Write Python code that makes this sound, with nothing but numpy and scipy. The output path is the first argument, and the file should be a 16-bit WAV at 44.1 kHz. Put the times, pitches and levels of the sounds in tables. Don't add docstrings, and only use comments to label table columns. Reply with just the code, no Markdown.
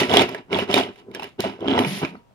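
import sys
import numpy as np
from scipy import signal
from scipy.fft import rfft, irfft, next_fast_len
from scipy.io import wavfile
from scipy.ndimage import uniform_filter1d

SR = 44100
rng = np.random.default_rng(int(sys.argv[2]) if len(sys.argv) > 2 else 0)


def file_out(sig):
    cols = np.atleast_2d(sig).T
    lim = np.clip(cols, -1, 1)
    pcm = np.round(lim * 32767).astype(np.int16)
    wavfile.write(sys.argv[1], SR, pcm)


def how_loud(loudness_db):
    steps = np.asarray(loudness_db, float) / 20
    return 10 ** steps


N = 103194


def evened(x):
    return x / np.sqrt(np.mean(x ** 2) + 1e-20)


def read(points, hz):
    f, value = np.transpose(points)
    return np.interp(np.log(hz + 1), np.log(f + 1), value)


def along(rows, axis=1):
    rows = np.asarray(rows)
    return np.interp(np.arange(N) / SR, rows[:, 0], rows[:, axis])


def colour(x, points):
    gain = np.log(how_loud(read(points, abs(np.fft.fftfreq(4096, 1 / SR)))))
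    response = np.fft.ifft(np.exp(np.conj(signal.hilbert(gain)))).real[:2048]
    return signal.oaconvolve(x, response / np.linalg.norm(response))[:N]


def body(x, modes, damping=1):
    t = np.arange(4096) / SR
    response = np.zeros(4096)
    for hz, width_hz, db in modes:
        decay = np.exp(-np.pi * width_hz * damping * t)
        response += how_loud(db) * np.sqrt(width_hz) * decay * np.sin(2 * np.pi * hz * t)
    return signal.oaconvolve(x, response / np.linalg.norm(response))[:N]


def resonate(x, hz, width_hz):
    turn = np.exp(2j * np.pi * np.cumsum(hz) / SR)
    r = np.exp(-np.pi * width_hz / SR)
    return (turn * signal.lfilter([1], np.convolve([1, -r], [1, -r]), x / turn)).real


def grains(per_s, spread_db, smooth):
    draw = rng.random((N, 2))
    size = how_loud(spread_db * np.minimum(-np.log(draw[:, 1] + 1e-9), 3))
    bumps = size * (draw[:, 0] < per_s / SR) * rng.choice([-1., 1.], N)
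    return evened(evened(bumps) + smooth * rng.standard_normal(N))


def steadied(x):
    n = int(0.052 * SR)
    power = uniform_filter1d(uniform_filter1d(x ** 2, n), n)
    return evened(x / (abs(power) + 1e-3) ** (0.94 / 2))


def knocks(rows, decay_s, db):
    out, t = np.zeros(N + 1500), np.arange(1500) / SR
    envelope = np.minimum(t / 0.00035, 1) * np.exp(-t / decay_s)
    for s, level_db, hz in rows:
        at = round(s * SR)
        out[at:at + 1500] += how_loud(level_db + db) * envelope * np.sin(2 * np.pi * hz * t)
    return out[:N]


def pair(x, lag_s, left_db, scatter_db=-60):
    size, t = next_fast_len(N + 64), np.arange(300) / SR
    delay = np.exp(-2j * np.pi * np.fft.rfftfreq(size, 1 / SR) * lag_s)
    late = irfft(rfft(x, size) * delay, size)[:N]
    echo = rng.standard_normal((2, 300))
    echo = (echo - uniform_filter1d(echo, size=41)) * np.exp(-t / 0.0025)
    echo = how_loud(scatter_db) * echo / np.linalg.norm(echo, axis=1, keepdims=True)
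    echo = echo + (t == 0)
    both = np.array([x * how_loud(left_db / 2), late * how_loud(-left_db / 2)])
    return signal.oaconvolve(both, echo, axes=1)[:, :N]


def spread(x):
    hz, t, z = signal.stft(x, SR, nperseg=64)
    phase = np.exp(2j * np.pi * rng.random((2, *z.shape)))
    return signal.istft(z * phase, SR, nperseg=64)[1][:, :N]


# frequency in Hz, density in dB per Hz.
HUSH = [(18, -28), (30, -3.5), (110, 2), (844, -10.5), (1500, -18.5), (16000, -39.5)]


def hush():
    noise = rng.standard_normal((3, N))
    return how_loud(-68) * np.array([colour(noise[0] + 2.9 * own, HUSH) for own in noise[1:]])


# time in seconds, hand pressure in dB, wheel looseness in dB.
PUSHES = [
    [(0, -18.5, -4.5), (.078, -33, -6.5), (.14, -17, -7.5), (.225, -18.5, -6), (.262, -32, -8),
     (.385, -37.5, -10), (.455, -66, -11.5)],
    [(.484, -51, -22.5), (.526, -23.5, -9.5), (.625, -27.5, -7.5), (.67, -43, -10)],
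    [(.7, -24.5, -10.5), (.748, -26, -4), (.782, -18.5, -6), (.83, -33.5, -5), (.89, -33.5, -14),
     (.945, -62, -3), (1.0, -51, -4.5), (1.045, -56, -19)],
    [(1.09, -38, -51), (1.144, -46, -3.5), (1.165, -35.5, -10), (1.185, -44.5, -8), (1.25, -39, -6.5),
     (1.345, -70.5, -3.5)],
    [(1.375, -66, -18), (1.398, -20, -15.5), (1.424, -43.5, 0.5), (1.446, -25.5, -8.5), (1.49, -33, -9),
     (1.585, -49, -12.5)],
    [(1.625, -30, -24), (1.7, -20.5, -14.5), (1.82, -21, -14.5), (1.875, -33.5, -6), (1.995, -43.5, -1.5)],
    [(2.035, -21.5, -14.5), (2.1, -48.5, -4.5), (2.15, -43.5, -20), (2.25, -75.5, -6.5)],
]


def pushes():
    rows = np.concatenate(PUSHES)
    return along(rows, axis=1), along(rows, axis=2) + 10


# frequency in Hz, width in Hz, level in dB.
TABLE = [(107, 45, -3), (157, 75, -19), (203.6, 3.7, -9), (273.5, 10, -0.5), (342.7, 36, -1),
         (407.4, 37, 4)]
# time in seconds, frequency in Hz, dB over the drumming.
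HOLLOW = [(0, 358.5, -7.5), (1.58, 367, -10.5), (1.66, 257.6, -13.5), (1.83, 244, -11.5), (1.88, 147.5, 7),
          (1.93, 183.7, 5.5), (1.98, 168.6, 7.5), (2.03, 138, -12), (2.12, 178, 2), (2.21, 250, 0.5)]


def drum(bumps, press):
    span = steadied(resonate(bumps, along(HOLLOW, axis=1), 63))
    span = how_loud(along(HOLLOW, axis=2)) * span
    return how_loud(press - 1.5) * (steadied(body(bumps, TABLE)) + span)


# frequency in Hz, width in Hz, level in dB.
RAILS = [(601, 52, 2), (743, 136, 2.5), (850, 150, -2), (980, 95, 3), (1235, 200, -4)]


def rattle(bumps, press, loose):
    shaken = body(bumps + grains(200, 1.3, 0.71), RAILS)
    return how_loud(press + 0.44 * loose - 5.0) * steadied(shaken)


# frequency in Hz, width in Hz, level in dB.
WHEELS = [(1650, 270, -6.5), (1848, 210, 4.5), (2290, 320, 9), (2600, 470, 13), (2890, 170, 9),
          (3060, 190, 5.5), (3330, 200, -1.5), (5080, 290, 0)]


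def chatter(press, loose):
    parts = sum(how_loud(mode[2]) * body(grains(320, 4.3, 0.35), [mode]) for mode in WHEELS)
    band = signal.butter(2, [1500, 6500], "band", fs=SR, output="sos")
    return how_loud(press + loose - 13.5) * steadied(signal.sosfilt(band, parts))


# frequency in Hz, level in dB.
GRIT = [(1000, -42), (1800, -12), (3600, -7.5), (4200, -13.5), (8000, -26), (11000, -26), (15000, -34.5)]


def scrape(rubs, press, loose):
    return how_loud(press + 2.34 * loose - 20.0) * steadied(colour(rubs, GRIT))


# frequency in Hz, decay by 60 dB in seconds.
ROOM = [(150, 0.14), (2500, 0.21), (14000, 0.0089)]


def room(x):
    echoes = np.zeros((2, SR // 2))
    spots = np.arange(60, SR // 2 - 20, 20)
    shape = (2, len(spots))
    np.put_along_axis(echoes, spots + rng.integers(0, 20, shape), rng.choice([-1., 1.], shape), 1)
    hz, t, z = signal.stft(echoes, SR, nperseg=256)
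    fade = how_loud(-60 * t / read(ROOM, hz)[:, None])
    tail = signal.istft(z * fade, SR, nperseg=256)[1]
    return signal.fftconvolve(x[None], tail / np.linalg.norm(tail[0]), axes=1)[:, :N]


# start in seconds, peak in dB, ring in Hz, snap in dB.
CLACKS = [(.0024, -13, 2750, -37.5), (.0315, -13, 1990, -35), (.095, -14, 3060, -41),
          (.138, -9.5, 3420, -15), (.1695, 3.5, 3250, -39), (.1932, -4.5, 3510, -34),
          (.2185, -10, 2290, -18.5), (.291, -27, 2370, -10), (.3465, -21, 1750, -19),
          (.5282, -11.5, 2290, -39), (.587, -15, 2580, -17.5), (.712, -15.5, 3040, -20),
          (.741, -3.5, 2450, -17), (.9585, -42, 2280, -17), (1.1135, -43.5, 2220, -13),
          (1.148, -24, 1730, -10.5), (1.1962, -24.5, 2630, -21), (1.2215, -29, 2600, -19),
          (1.231, -26, 2740, -13.5), (1.241, -26, 2890, -14.5), (1.4045, -26, 4030, 1),
          (1.606, -34, 3270, -21.5), (1.682, -15.5, 3220, -45), (1.779, -15.5, 1920, -33),
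          (1.79, -9.5, 3070, -18.5), (1.8477, -14.5, 2460, -32.5), (2.049, -15.5, 2440, -40)]
# frequency in Hz, level in dB.
SNAP = [(1500, -3), (4000, 0.5), (7000, -11), (11000, -9), (15500, -9.5)]


def clacks():
    hits, snaps, rings = np.zeros((3, N))
    t = np.arange(600) / SR
    shake = rng.standard_normal((len(CLACKS), 600)) * t * np.exp(-t / 0.0009)
    shake = shake / np.linalg.norm(shake, axis=1, keepdims=True)
    envelope = np.minimum(t / 0.0017, 1) * np.exp(-t / 0.0014)
    for contact, (s, db, hz, snap_db) in zip(shake, CLACKS):
        at = round(s * SR)
        hits[at:at + 600] += how_loud(db) * contact
        snaps[at:at + 600] += how_loud(db + snap_db) * contact
        rings[at:at + 600] += how_loud(db + 3.0) * envelope * np.sin(2 * np.pi * hz * t)
    thud = how_loud(9) * body(hits, RAILS, damping=2.5)
    clack = how_loud(5.5) * body(hits, WHEELS, damping=0.67) + rings
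    return thud, clack, how_loud(21.0) * colour(snaps, SNAP)


# start in seconds, level in dB, pitch in Hz.
JOLTS = [(0.102, -15, 715), (0.114, -10, 452), (0.127, -19, 704), (0.139, -4, 766), (0.152, -17.5, 452),
         (0.167, -17.5, 505), (0.169, -14, 816), (0.194, -10, 890), (0.207, -9.5, 700), (0.216, -16, 495),
         (0.507, -28, 452), (0.528, -13.5, 452), (0.559, -12.5, 936), (0.589, -13, 577), (0.698, -22, 573),
         (0.741, -29, 644), (0.765, -10.5, 729), (0.777, -8.5, 969), (0.786, -8.5, 750),
         (0.809, -14.5, 715), (1.16, -26, 460), (1.196, -21.5, 835), (1.223, -23, 960), (1.229, -30.5, 760),
         (1.245, -57, 597), (1.394, -22, 519), (1.44, -14.5, 628), (1.615, -26, 452), (1.627, -19, 462),
         (1.644, -20.5, 654), (1.656, -24.5, 616), (1.71, -21.5, 452), (1.733, -20.5, 730),
         (1.754, -14.5, 680), (1.777, -12, 886), (1.786, -9.5, 570), (1.819, -13, 670), (1.85, -17, 720),
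         (2.017, -22.5, 800), (2.038, -28, 465)]


def jolts():
    return knocks(JOLTS, 0.0027, db=0.5)


# start in seconds, level in dB, pitch in Hz.
TICKS = [(0.1141, -17, 3360), (0.1703, -11, 3250), (0.1812, -14, 3410), (0.208, -24, 3370),
         (0.5453, -15, 3290), (0.5936, -16.5, 2920), (0.728, -19, 3150), (0.7403, -12.5, 3673),
         (0.7564, -30, 2930), (0.7714, -20.5, 3660), (0.7894, -17, 3360), (0.8094, -26, 2920),
         (0.835, -22, 3130), (1.1564, -32, 3180), (1.162, -35, 3150), (1.2284, -39, 2730),
         (1.254, -46, 2760), (1.391, -38, 3300), (1.4113, -41, 3040), (1.4496, -39, 3400),
         (1.4596, -38, 3070), (1.618, -38, 3000), (1.6765, -21, 3160), (1.6942, -21, 3000),
         (1.711, -42, 3360), (1.713, -18, 3210), (1.7362, -20, 3250), (1.759, -34, 3270),
         (1.7764, -25, 3200), (1.7874, -24, 3130), (1.8357, -27, 3470)]


def axle_ticks():
    return knocks(TICKS, 0.0025, db=-0.85)


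# start in seconds, level in dB, pitch in Hz.
TAPS = [
    (1.7, -33, 420),
    (1.449, -11.5, 580),
    (1.591, -26, 490),
    (2.153, -33, 750),
    (2.153, -31.5, 1250),
    (2.153, -37, 1900),
    (1.7, -27, 440),
    (2.172, -53, 4360),
    (2.166, -51, 4330),
    (2.31, -46, 599),
]


def small_taps():
    return knocks(TAPS, 0.002, db=-0.5)


def whirr(press):
    t = np.arange(N) / SR
    on = np.clip(np.minimum(t - 1.6, 1.8 - t) / 0.017, 0, 1)
    return on * how_loud(press - 28) * steadied(resonate(grains(140, 5.0, 0.2), np.full(N, 3250), 220))


# time in seconds, level in dB.
SLIDE = [(1.79, -43), (1.85, -55.5), (1.875, -43.5), (1.99, -45.5), (2.03, -58), (2.13, -78)]
# frequency in Hz, density in dB per Hz.
SKIN = [(710, -57), (1400, -50), (1900, -2), (2860, -0.5), (5840, -7), (7820, -23), (10700, -6),
        (14500, -25), (16000, -57)]


def slide():
    t = np.arange(N) / SR
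    fade_in = np.clip((t - SLIDE[0][0]) / 0.015, 0, 1)
    fade_out = np.clip((SLIDE[-1][0] + 0.1 - t) / 0.06, 0, 1)
    return fade_in * fade_out * how_loud(along(SLIDE) + 5.5) * colour(grains(4000, 7.2, 2.8), SKIN)


def ring():
    t = np.maximum(np.arange(N) / SR - 2.085, 0)
    return how_loud(-48.5 - 60 * t / 0.69) * np.minimum(t / 0.0042, 1) * np.sin(2 * np.pi * 947 * t)


def scene():
    press, loose = pushes()
    bumps, rubs = grains(540, 7.0, 0.79), grains(900, 3.7, 0.65)
    low = drum(bumps, press)
    knock = rattle(bumps, press, loose) + jolts() + small_taps() + ring()
    mid = chatter(press, loose) + whirr(press) + axle_ticks()
    thud, clack, snap = clacks()
    knock, mid = knock + thud, mid + clack
    high = scrape(rubs, press, loose) + snap + slide()

    near = pair(low, 0.00021, -0.7) + pair(knock, 0.00021, -1.1, scatter_db=-4.5)
    near = near + pair(mid, 0.00018, -8.0, scatter_db=0)
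    near = near + pair(high, 0.000571, 1.5, scatter_db=-4.5)
    far = how_loud(-14.5) * room(low + knock) + how_loud(-8.0) * room(mid) + how_loud(-14) * room(high)
    return near + far + how_loud(1.5) * spread(high)


# frequency in Hz, gain in dB.
MIC = [(30, -35.5), (60, -24), (95, -6), (140, 1), (12500, 0), (14500, -6.5), (16300, -41.5)]


def microphone(x):
    size = next_fast_len(N + 4096)
    gain = how_loud(read(MIC, np.fft.rfftfreq(size, 1 / SR)))
    return irfft(rfft(x, size) * gain, size)[:, :N]


def roll_off(x):
    return signal.sosfilt(signal.butter(12, 16480, fs=SR, output="sos"), x)


def record(dry):
    mix = microphone(dry) + hush()
    return roll_off(np.clip(mix, -1, 1))


dry = scene()
out = record(dry)
file_out(out)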